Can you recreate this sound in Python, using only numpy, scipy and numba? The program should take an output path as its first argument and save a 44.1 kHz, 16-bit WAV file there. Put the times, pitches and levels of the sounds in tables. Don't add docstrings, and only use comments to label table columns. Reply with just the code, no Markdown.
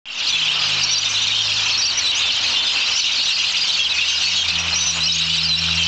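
import sys
import numpy as np
from scipy import signal
from scipy.fft import rfft, irfft
from scipy.io import wavfile
from scipy.ndimage import uniform_filter1d
from numba import njit

SR = 44100
rng = np.random.default_rng(int(sys.argv[2]) if len(sys.argv) > 2 else 0)


def wav_record(signal):
    frames = np.transpose(np.atleast_2d(signal))
    bounded = np.clip(frames, -1, 1)
    quanta = np.round(bounded * 32767).astype(np.int16)
    wavfile.write(sys.argv[1], SR, quanta)


def voltage_ratio(level):
    return 10 ** (np.asarray(level, float) / 20)


N = 258867
TIME_S = np.arange(N) / SR
START_S = .0555


def curve(table):
    s, *columns = np.transpose(table)
    return [np.interp(TIME_S, s, c) for c in columns]


def unit(x):
    return x / np.sqrt(np.mean(x ** 2))


def colour(x, points):
    hz, db = np.transpose(points)
    grid_hz = np.fft.rfftfreq(N, 1 / SR) + 1
    gain = voltage_ratio(np.interp(np.log(grid_hz), np.log(hz), db))
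    return unit(irfft(rfft(x) * gain, N))


def flutter(low_hz, high_hz):
    band = signal.butter(2, [low_hz, high_hz], "bandpass", fs=SR, output="sos")
    return unit(signal.sosfilt(band, rng.standard_normal(N)))


def fade_in_db():
    end_s = 0.23
    return -12 * np.clip((end_s - TIME_S) / (end_s - START_S), 0, 1)


@njit
def whistle(rows, shake, wobble, rasp, octave, edge_s, hook):
    out = np.zeros(len(shake))
    for start_s, length_s, first_hz, middle_hz, last_hz, gain, place in rows:
        first, size = int(start_s * SR), int(length_s * SR)
        phase = place
        slope = 4 * middle_hz - 3 * first_hz - last_hz
        curvature = 2 * (first_hz + last_hz - 2 * middle_hz)
        for i in range(min(size, len(out) - first)):
            u = i / size
            k = (int(place) + i) % len(out)
            tension = min(1., i / (edge_s * SR), (size - i) / (edge_s * SR))
            hz = first_hz + u * slope + u * u * curvature
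            hz *= 1 - hook * (1 - tension) ** 2
            phase += 2 * np.pi * hz * (1 + wobble * shake[k]) / SR
            swell = np.sqrt(tension) * (1 + rasp * shake[-k - 1])
            out[first + i] += gain * swell * (np.sin(phase) + octave * np.sin(2 * phase))
    return out


def echo(x, t60_s, first_s):
    t = np.arange(int(.9 * SR)) / SR
    tail = rng.standard_normal(len(t)) * voltage_ratio(-60 * t / t60_s) * (t > first_s)
    return signal.fftconvolve(x, tail / np.sqrt(np.sum(tail ** 2)))[:N]


def chatter(shake, wobble, rasp, length_s, bend, scatter_db, count):
    pitch, start, length, first, last, level, place = rng.random((7, count))
    hz = 1800 + 6000 * pitch
    first_hz = hz * (1 - bend * (first - .3))
    last_hz = hz * (1 - bend * (last - .3))
    gain = voltage_ratio(-scatter_db * np.log(1 - .97 * level))
    rows = np.c_[start * N / SR, length_s * (.5 + 1.5 * length ** 2), first_hz, hz, last_hz, gain, place * N]
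    return unit(whistle(rows, shake, wobble, rasp, .0, 0.0051, .12))


# freq_hz, density_db (dB per Hz)
CROWD = [(880, -13.5), (1500, -7), (1820, -23.5), (2110, -17), (2430, -9), (2840, -2.5), (3330, -5),
         (3890, -3), (4930, -9.5), (5840, -13), (8000, -28), (10400, -61), (17600, -120)]
# time_s, level_db
FLOCK = [(.3, -21.5), (.59, -19.5), (1.17, -19), (1.76, -18.5), (1.85, -21), (2.24, -19.5), (2.7, -19.5),
         (2.9, -18), (3.2, -18.5), (3.75, -18), (3.92, -21.5), (4.03, -19), (4.36, -17.5), (4.62, -22),
         (4.91, -21.5), (5.11, -18.5), (5.53, -21), (5.87, -17)]
# time_s, dropout_share (0-1)
HUSH = [
    (4.8, 0.03),
    (5.03, 0.5),
    (5.25, 0.1),
    (5.5, .55),
    (5.7, .1),
]


def far_crowd():
    steep = chatter(flutter(60, 500), .004, .3, length_s=.015, bend=.4, scatter_db=1.0, count=1900)
    clear = chatter(flutter(60, 500), .005, .4, length_s=.02, bend=.25, scatter_db=.5, count=1200)
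    harsh = chatter(flutter(150, 900), .05, .9, length_s=.05, bend=.15, scatter_db=1.5, count=600)
    crowd = steep + voltage_ratio(-1.5) * clear + voltage_ratio(-8) * harsh
    smeared = crowd + voltage_ratio(-6) * echo(crowd, t60_s=.6, first_s=.013)
    heard = colour(smeared, CROWD)
    treble = signal.butter(2, 5200, "highpass", fs=SR, output="sos")
    heard = heard - np.clip(curve(HUSH)[0], 0, 1) * signal.sosfiltfilt(treble, heard)
    return voltage_ratio(curve(FLOCK)[0] + fade_in_db() - 1.0) * heard


# time_s, level_db
ROAD = [(.3, -36), (.59, -29.5), (1.17, -35.5), (1.76, -32.5), (1.9, -33.5), (2.9, -31), (2.97, -36.5),
        (4.5, -36), (4.72, -31.5), (4.91, -37.5), (4.98, -31), (5.11, -39.5), (5.67, -37), (5.87, -32)]
# freq_hz, density_db (dB per Hz)
TRAFFIC = [(15, -46.5), (25, -35.5), (81, -11.5), (129, -17.5), (162, -20), (401, -18.5), (1010, -8.5),
           (1840, -10.5), (2140, -12), (2500, -2.5), (3250, -3.5), (5500, -120)]
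# freq_hz, density_db (dB per Hz)
TYRE_RING = [(170, -44), (235, -3), (262, -4.5), (292, -1.5), (380, -36)]


def traffic():
    level_db = curve(ROAD)[0] + fade_in_db()
    wash_db = level_db + 4.5 + 1.05 * flutter(1.6, 16.3)
    wash = voltage_ratio(wash_db) * colour(rng.standard_normal(N), TRAFFIC)
    return wash + voltage_ratio(level_db - 20.5) * colour(rng.standard_normal(N), TYRE_RING)


# time_s, hum_hz, level_db
IDLER = [
    (.1, 233.6, -62),
    (2.0, 233.7, -57),
    (2.3, 235, -61),
    (2.7, 232, -49.5),
    (3.0, 234, -73),
]


def idler():
    hz, db = curve(IDLER)
    phase = 2 * np.pi * np.cumsum(hz * (1 + 0.0078 * flutter(1, 8))) / SR
    return np.sqrt(2) * voltage_ratio(db + 2.5 * flutter(2, 10)) * np.sin(phase)


def bend(table, first_share, last_share):
    s, length, hz, db = np.transpose(table)
    return np.c_[s + .003, length - .003, hz * (1 + first_share), hz, hz * (1 + last_share), db]


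def voiced(rows):
    return np.c_[rows[:, :5], np.sqrt(2) * voltage_ratio(rows[:, 5]), rng.random(len(rows)) * N]


# start_s, length_s, middle_hz, level_db
FALLING = [(3.135, 0.024, 4810, -29.5), (5.768, .027, 4230, -24.5), (.173, 0.04, 5930, -36),
           (.276, .027, 4750, -23.5), (.831, .024, 5580, -15.5), (.93, .02, 5620, -17),
           (1.264, 0.055, 2390, -29), (1.397, .032, 3160, -19), (1.57, .035, 3455, -22.5),
           (1.893, 0.025, 4450, -20), (2.561, 0.03, 5400, -27), (3.738, 0.024, 4500, -25),
           (2.195, 0.018, 6500, -33), (2.367, 0.031, 3080, -22), (2.421, 0.031, 3295, -24.5),
           (2.426, 0.032, 6440, -32), (2.435, 0.032, 2540, -23), (3.163, 0.041, 4320, -23),
           (3.64, 0.024, 4500, -23), (4.354, 0.078, 6520, -31), (5.788, 0.07, 3095, -18.5)]
RISING = [(.265, .015, 4270, -19.5), (1.146, .044, 4010, -23.5), (4.225, .07, 4400, -23),
          (5.0, .048, 4020, -21), (5.372, 0.027, 3830, -20), (3.037, 0.045, 2850, -22),
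          (3.187, 0.054, 4390, -24), (4.14, 0.045, 5000, -26), (5.196, 0.031, 3825, -23),
          (5.205, 0.05, 2800, -25), (5.837, 0.07, 3110, -18)]
# start_s, length_s, middle_hz, level_db
HOOKS = [(3.297, 0.027, 5590, -25), (3.958, 0.028, 4480, -25), (.28, .037, 5970, -26.5),
         (.904, 0.035, 5840, -18.5), (.976, 0.023, 5840, -18.5), (1.186, 0.014, 4280, -23.5),
         (1.773, 0.038, 5630, -18), (1.815, 0.04, 4680, -17), (1.849, 0.024, 5620, -16),
         (2.972, 0.035, 5950, -20.5), (3.226, 0.041, 5800, -28.5), (5.427, 0.021, 5190, -21),
         (1.868, 0.03, 4600, -19)]
# start_s, length_s, middle_hz, level_db
HELD = [(.326, 0.04, 3435, -18.5), (.612, 0.076, 4820, -27.5), (.853, 0.064, 4450, -23),
        (.952, 0.036, 4690, -17), (1.718, .056, 4320, -21), (1.047, 0.04, 3640, -24),
        (.545, 0.04, 1330, -36), (1.04, 0.03, 5850, -29), (1.65, 0.027, 5930, -28),
        (1.806, 0.026, 5130, -24), (.595, .04, 1230, -37), (2.648, 0.04, 3586, -22),
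        (4.724, 0.022, 4210, -19), (2.954, 0.016, 5430, -19.5), (2.995, 0.018, 5400, -24),
        (3.277, 0.023, 3860, -19), (3.608, 0.031, 4830, -20), (5.178, 0.025, 6510, -29),
        (3.772, 0.067, 2730, -25.5), (4.075, 0.068, 6260, -30), (4.091, 0.038, 3100, -22),
        (5.138, 0.029, 6550, -25), (4.58, 0.04, 5720, -28), (4.875, 0.12, 3960, -29),
        (4.938, 0.045, 6800, -33), (5.029, 0.022, 4980, -21), (5.292, 0.031, 2948, -24)]
# start_s, length_s, middle_hz, level_db
DIVES = [(.379, 0.044, 3030, -23.5), (.415, 0.03, 3250, -19), (.609, 0.077, 3160, -25),
         (.705, 0.055, 2700, -26.5), (1.207, .043, 3740, -23), (1.265, 0.026, 3870, -20),
         (1.384, 0.013, 3520, -19.5), (2.624, .026, 4200, -21), (3.352, 0.022, 4510, -22.5),
         (3.977, .04, 3410, -23.5), (5.397, 0.03, 4320, -24), (2.013, 0.015, 7070, -38),
         (2.285, 0.028, 3120, -22.5), (3.841, 0.036, 3145, -17.5), (4.666, .029, 2696, -25),
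         (5.211, .019, 4020, -22.5), (5.362, 0.035, 5600, -29), (5.827, 0.027, 5720, -24)]
# start_s, length_s, middle_hz, level_db
SWOOPS = [(3.41, 0.038, 2955, -30), (3.51, 0.054, 3330, -37.5), (.467, 0.026, 3500, -21),
          (.476, 0.047, 3010, -18), (1.315, 0.045, 2936, -27.5), (2.17, 0.031, 3335, -26),
          (2.905, 0.07, 5300, -26), (2.141, .058, 6230, -27), (2.355, .016, 6600, -30),
          (3.589, 0.021, 2653, -25.5), (4.271, 0.024, 2567, -24.5), ]
# start_s, length_s, middle_hz, level_db
DIPS = [
    (.794, 0.031, 5000, -30),
    (2.282, 0.013, 3490, -18),
    (2.525, 0.05, 2800, -26.5),
    (3.898, 0.1, 2510, -26.5),
    (4.256, .009, 4360, -23),
    (4.496, 0.018, 4040, -20),
]
# start_s, length_s, middle_hz, level_db
ARCHES = [(.814, 0.03, 4800, -22.5), (1.212, .034, 6030, -27), (1.085, 0.034, 6080, -26),
          (1.704, 0.022, 5480, -23), (1.97, 0.03, 5910, -18.5), (2.557, 0.059, 3570, -18.5),
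          (2.775, .017, 4230, -21), (3.84, .024, 4170, -26.5), (3.565, 0.022, 4890, -23),
          (3.708, 0.054, 4550, -26.5), (4.48, 0.031, 2540, -27), (4.498, .037, 2645, -24.5),
          (5.33, 0.04, 4640, -26)]
# start_s, length_s, middle_hz, level_db
SETTLES = [(3.252, 0.015, 4220, -24.5), (3.548, 0.058, 2605, -30.5), (1.43, 0.04, 3600, -25),
           (2.038, 0.079, 3910, -19.5), (2.203, 0.084, 3565, -21.5), (3.28, 0.06, 2750, -23),
           (3.789, 0.047, 3250, -17.5), (4.008, .04, 2726, -19.5), (4.372, 0.06, 3250, -19.5)]
# start_s, top_hz, end_sag (0-1), level_db
TRILL = [
    (4.741, 5680, .06, -24),
    (4.757, 5800, .03, -18.5),
    (4.781, 6100, .015, -24),
    (4.807, 6030, .04, -21),
    (4.822, 6040, .07, -22),
    (4.836, 6080, .06, -23),
    (4.848, 5980, .05, -26),
    (4.861, 6080, .035, -19),
    (4.883, 5900, .075, -19.5),
]


def near_birds():
    s, hz, sag, db = np.transpose(TRILL)
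    trill_end_s = 4.916
    trill = np.c_[s, np.diff(np.r_[s, trill_end_s]), hz * (1 - sag), hz, hz * (1 - sag), db]
    calls = np.r_[bend(FALLING, .04, -.045), bend(RISING, -.045, .044), bend(HOOKS, -.055, 0),
                  bend(HELD, .00062, -.001), bend(DIVES, .1, -.11), bend(SWOOPS, -.105, .105),
                  bend(DIPS, .07, .065), bend(ARCHES, -.045, -.045), bend(SETTLES, .05, -.01)]
    far = calls[:, 5] < -22
    near_rows, far_rows = voiced(np.r_[trill, calls[~far]]), voiced(calls[far])
    shake = flutter(70, 500)
    notes = whistle(near_rows, shake, .005, .28, voltage_ratio(-27), .003, .07)
    notes = notes + whistle(far_rows, shake, .006, .38, voltage_ratio(-27), .004, .08)
    return notes + voltage_ratio(-14) * echo(notes, t60_s=0.14, first_s=0.012)


def engine(table, skirt_db, thud_db, fourth_db):
    hz, db, ring = curve(table)
    phase = 2 * np.pi * np.cumsum(hz * (1 + 0.0044 * flutter(1.3, 12))) / SR
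    arriving = np.clip((TIME_S - table[0][0]) / 0.27, 0, 1)
    leaving = np.clip((table[-1][0] + 0.16 - TIME_S) / .15, 0, 1)
    sound = np.sqrt(2) * voltage_ratio(thud_db) * np.cos(phase)
    sound = sound + voltage_ratio(db + fourth_db) * np.cos(4 * phase)
    for k in (1, 2, 3):
        level_db = db - skirt_db * abs(np.log2(k / ring))
        sound = sound + np.sqrt(2) * voltage_ratio(level_db) * np.sin(k * phase)
    return arriving * leaving * sound


# time_s, firing_hz, level_db, ring_multiple (of firing rate)
TRUCK = [
    (.2, 51.53, -41, 2.9),
    (.58, 52.23, -43, 2.9),
    (.64, 51.6, -38, 2.45),
    (.75, 51.05, -34, 2.55),
    (1.06, 51.97, -43.5, 2.05),
    (1.5, 52.37, -40, 2.05),
    (2.2, 53.2, -51.5, 1.95),
    (2.46, 56.2, -51.5, 1.9),
    (2.8, 53.7, -65.5, 1.9),
    (3.25, 56.6, -66, 1.9),
]


def truck():
    return engine(TRUCK, skirt_db=20.5, thud_db=-56.5, fourth_db=-23.5)


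# start_s, length_s, first_hz, last_hz, level_db
EARLY_CHIRPS = [(0.298, 0.019, 3900, 3530, -21.5), (0.351, 0.025, 2590, 2670, -19.5),
                (0.59, 0.026, 4960, 4930.0, -26), (0.639, 0.021, 5850, 5900, -32.5),
                (0.641, 0.021, 4150, 4370, -22), (0.643, 0.03, 6440, 6130, -33.5),
                (0.768, 0.019, 2435, 2374, -26), (0.929, 0.034, 3960, 4090, -19.5),
                (1.273, 0.019, 3850, 3520, -24), (1.315, 0.035, 3640, 3670, -27),
                (1.357, 0.031, 3260, 3040, -21.5), (1.384, 0.02, 4130, 4310, -21.5),
                (1.403, 0.036, 5640, 5690, -26), (1.488, 0.026, 3400, 3250, -21),
                (1.593, 0.021, 2384, 2440.0, -27.0), (1.599, 0.026, 5120, 4810, -28.0),
                (1.66, 0.018, 2500, 2650, -23), (1.92, 0.045, 5620, 5560, -31),
                (1.901, 0.036, 3790, 3800, -24.5), (1.978, 0.021, 2323, 2200, -25),
                (2.065, 0.018, 3620, 3480, -21.5), (2.158, 0.06, 5000, 5000, -28.5),
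                (2.166, 0.024, 3096, 2890, -26), (2.303, 0.035, 4150, 4500, -21),
                (2.35, 0.024, 3190, 3170, -21), (2.445, 0.045, 4000, 4650, -25),
                (2.561, 0.04, 3030, 3150, -20.5), (2.664, 0.023, 4940.0, 4990, -25),
                (2.678, 0.05, 4250, 3300, -22), (2.687, 0.04, 5000, 5050, -25.5),
                (2.688, 0.022, 2790, 2850, -22), (2.711, 0.033, 7000, 6640, -35.0),
                (2.758, 0.019, 4900, 4780, -22.5), (2.766, 0.02, 2600, 2436, -26.5),
                (2.8, 0.056, 4720, 4800, -24), (2.79, 0.058, 2560, 2720, -24),
                (2.858, 0.023, 4000, 4070, -21), (2.96, 0.034, 6770, 6830, -34.5),
                (3.005, 0.03, 4500, 3900, -23)]
# start_s, length_s, first_hz, last_hz, level_db
LATE_CHIRPS = [(3.064, 0.018, 2946, 2910, -28.5), (3.119, 0.022, 6080, 5980.0, -28),
               (3.265, 0.02, 6220, 6250, -33.5), (3.318, 0.023, 4650, 4740, -24.5),
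               (3.327, 0.022, 4320, 4460, -20.5), (3.34, 0.02, 5000, 4880, -23),
               (3.418, 0.016, 6100, 5600, -28), (3.413, 0.019, 4860.0, 4760, -26),
               (3.562, 0.025, 3316, 3270, -26.5), (3.69, 0.026, 4200, 3700, -22),
               (3.695, 0.018, 5670, 5560, -31), (3.796, 0.026, 6040, 5910.0, -29.5),
               (3.827, 0.021, 5440, 5310.0, -27.5), (3.982, 0.018, 2380, 2650, -16.5),
               (4.03, 0.025, 3470, 3170, -28.5), (4.053, 0.019, 5110, 5050, -30),
               (4.086, 0.02, 5670, 5370.0, -29), (4.118, 0.021, 2810, 2780, -24),
               (4.169, 0.023, 4000, 4130, -27.5), (4.174, 0.02, 4850, 4840, -25.5),
               (4.213, 0.016, 5980.0, 5840, -24), (4.256, 0.02, 2700, 2520.0, -24.5),
               (4.286, 0.033, 5830, 5580, -32), (4.29, 0.018, 2840, 2920, -22.5),
               (4.482, 0.02, 3820, 3650.0, -21.5), (4.554, 0.019, 3090, 2950, -22.5),
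               (4.575, 0.025, 2427, 2670, -24.5), (4.709, 0.02, 2960, 2910, -22.5),
               (4.714, 0.018, 4860, 4910.0, -27.5), (4.739, 0.022, 2530, 2480, -28.5),
               (4.803, 0.035, 3890, 3840.0, -24), (4.969, 0.015, 7000.0, 7030, -34.5),
               (5.079, 0.025, 3090, 3030, -21), (5.178, 0.022, 4490, 4610, -24),
               (5.338, 0.022, 4080, 3900, -23), (5.325, 0.027, 2978, 3015, -20.5),
               (5.573, 0.022, 2824, 2820, -22), (5.684, 0.023, 5340, 5450, -33),
               (5.771, 0.018, 3090, 3300, -26), (5.775, 0.024, 2790, 2696, -19)]
# time_s, pitch_hz, level_db
ARCH_CALL = [
    (3.893, 3650, -25),
    (3.91, 4020, -21),
    (3.922, 3900, -22),
    (3.934, 3300, -25),
]
# time_s, pitch_hz, level_db
LAUNCH = [
    (4.753, 3600, -28),
    (4.758, 5600, -25),
    (4.762, 7900, -33),
]
# time_s, pitch_hz, level_db
LOOP_CALL = [
    (5.046, 4100, -27),
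    (5.055, 4350, -21),
    (5.062, 5600, -23),
    (5.075, 5550, -19),
    (5.082, 4200, -38),
    (5.1, 3760, -17.5),
    (5.12, 3900, -22),
    (5.122, 5050, -17),
    (5.142, 6350, -30),
]
# time_s, pitch_hz, level_db
SAG_CALL = [
    (5.447, 4430, -21),
    (5.462, 4850, -20),
    (5.473, 4850, -27),
    (5.48, 4230, -28),
    (5.503, 4090, -19),
    (5.559, 3880, -17.5),
    (5.568, 5150, -34),
    (5.592, 5500, -21),
    (5.6, 5450, -30),
]


def swoop(table):
    hz, db = curve(table)
    gate = np.clip(np.minimum(TIME_S - table[0][0], table[-1][0] - TIME_S) / .003, 0, 1)
    hz = uniform_filter1d(hz, size=70) * (1 + .006 * flutter(70, 500))
    gain = np.sqrt(2) * voltage_ratio(db + 2.5 + 1.5 * flutter(40, 300))
    return gain * gate * np.sin(2 * np.pi * np.cumsum(hz) / SR)


def neighbours():
    s, length, first, last, db = np.r_[EARLY_CHIRPS, LATE_CHIRPS].T
    rows = voiced(np.c_[s, length, first, (first + last) / 2, last, db - 1.5])
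    notes = whistle(rows, flutter(70, 500), .006, .38, voltage_ratio(-27), .004, .07)
    nearest = swoop(ARCH_CALL) + swoop(LAUNCH) + swoop(LOOP_CALL) + swoop(SAG_CALL)
    return nearest + notes + voltage_ratio(-10) * echo(notes + nearest / 2, t60_s=0.07, first_s=0.023)


# start_s, peak_db, length_s
SQUAWKS = [(0.511, -29.5, 0.02), (0.683, -22.5, 0.027), (1.074, -36, 0.07), (2.362, -31.5, 0.011),
           (2.494, -27.5, 0.016), (2.908, -37.5, 0.014), (3.284, -23.5, 0.022), (4.142, -36, 0.016),
           (4.223, -24.5, 0.022), (4.477, -27.5, 0.02), (4.735, -34, 0.022), (5.035, -30.5, 0.016),
           (5.189, -34.5, 0.024), (5.349, -22.5, 0.023)]


def squawks():
    s, db, length = np.transpose(SQUAWKS)
    hz = 3600 * (1 + 0.065 * rng.standard_normal(len(s)))
    place = rng.random(len(s)) * N
    rows = np.c_[s, np.maximum(length, .008), hz, 1.03 * hz, .97 * hz, voltage_ratio(db + 1.5), place]
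    return whistle(rows, flutter(320, 820), 0.2, 0.22, voltage_ratio(-10.0), 0.0047, .0)


# time_s, firing_hz, level_db, ring_multiple (of firing rate)
CAR = [(1.6, 88.35, -49, 1.1), (2.5, 87.2, -39, 1.27), (3.0, 86.5, -43, 1.4), (3.6, 86.1, -35.5, 1.45),
       (4.1, 84.9, -34.5, 1.26), (4.35, 85.15, -27.5, 1.45), (4.47, 85, -29.5, 1.2),
       (4.53, 84.37, -23, 1.43), (4.68, 83.65, -20.5, 1.35), (4.85, 83.8, -25, 1.41),
       (5.0, 82.5, -22, 1.47), (5.4, 81.6, -20, 1.486), (5.87, 82.9, -13.5, 1.39)]


def car():
    return engine(CAR, skirt_db=34.5, thud_db=-68, fourth_db=-35.5)


def scene():
    road = traffic() + idler() + truck() + car()
    birds = far_crowd() + near_birds() + neighbours() + squawks()
    return (birds + road)[None]


@njit
def follow(x, attack, release):
    e, out = .05, np.empty(len(x))
    for i in range(len(x)):
        e += (abs(x[i]) - e) * (attack if abs(x[i]) > e else release)
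        out[i] = e
    return out


# freq_hz, gain_db
SMOOTHING = [(6500, 0), (7500, 2), (8100, -1.5), (8600, -17), (9000, -34.5), (9300, -62), (9600, -120)]


def converter(x):
    rate_hz = 16000
    grid_hz = np.fft.rfftfreq(N, 1 / SR)
    stored = irfft(rfft(x) * (grid_hz < rate_hz / 2), N)
    mirrored = stored * (1 + 2 * np.cos(2 * np.pi * rate_hz * TIME_S))
    return irfft(rfft(mirrored) * voltage_ratio(np.interp(grid_hz, *np.transpose(SMOOTHING))), N)


def band_limit(x):
    return signal.sosfilt(signal.butter(12, 9070, fs=SR, output="sos"), x)


def record(dry):
    attack_s, release_s = 0.0048, 0.064
    level = follow(dry[0], 1 / (attack_s * SR), 1 / (release_s * SR))
    squeezed = dry[0] * np.minimum(1, voltage_ratio(-15.5) / level) ** 0.93
    octaves = squeezed ** 2 - np.mean(squeezed ** 2)
    bent = np.tanh(1.125 * squeezed) / 1.093 + 0.25 * octaves
    mix = converter(bent)[None] * (np.arange(N) >= START_S * SR)
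    return band_limit(mix)


dry = scene()
out = record(dry)
wav_record(out)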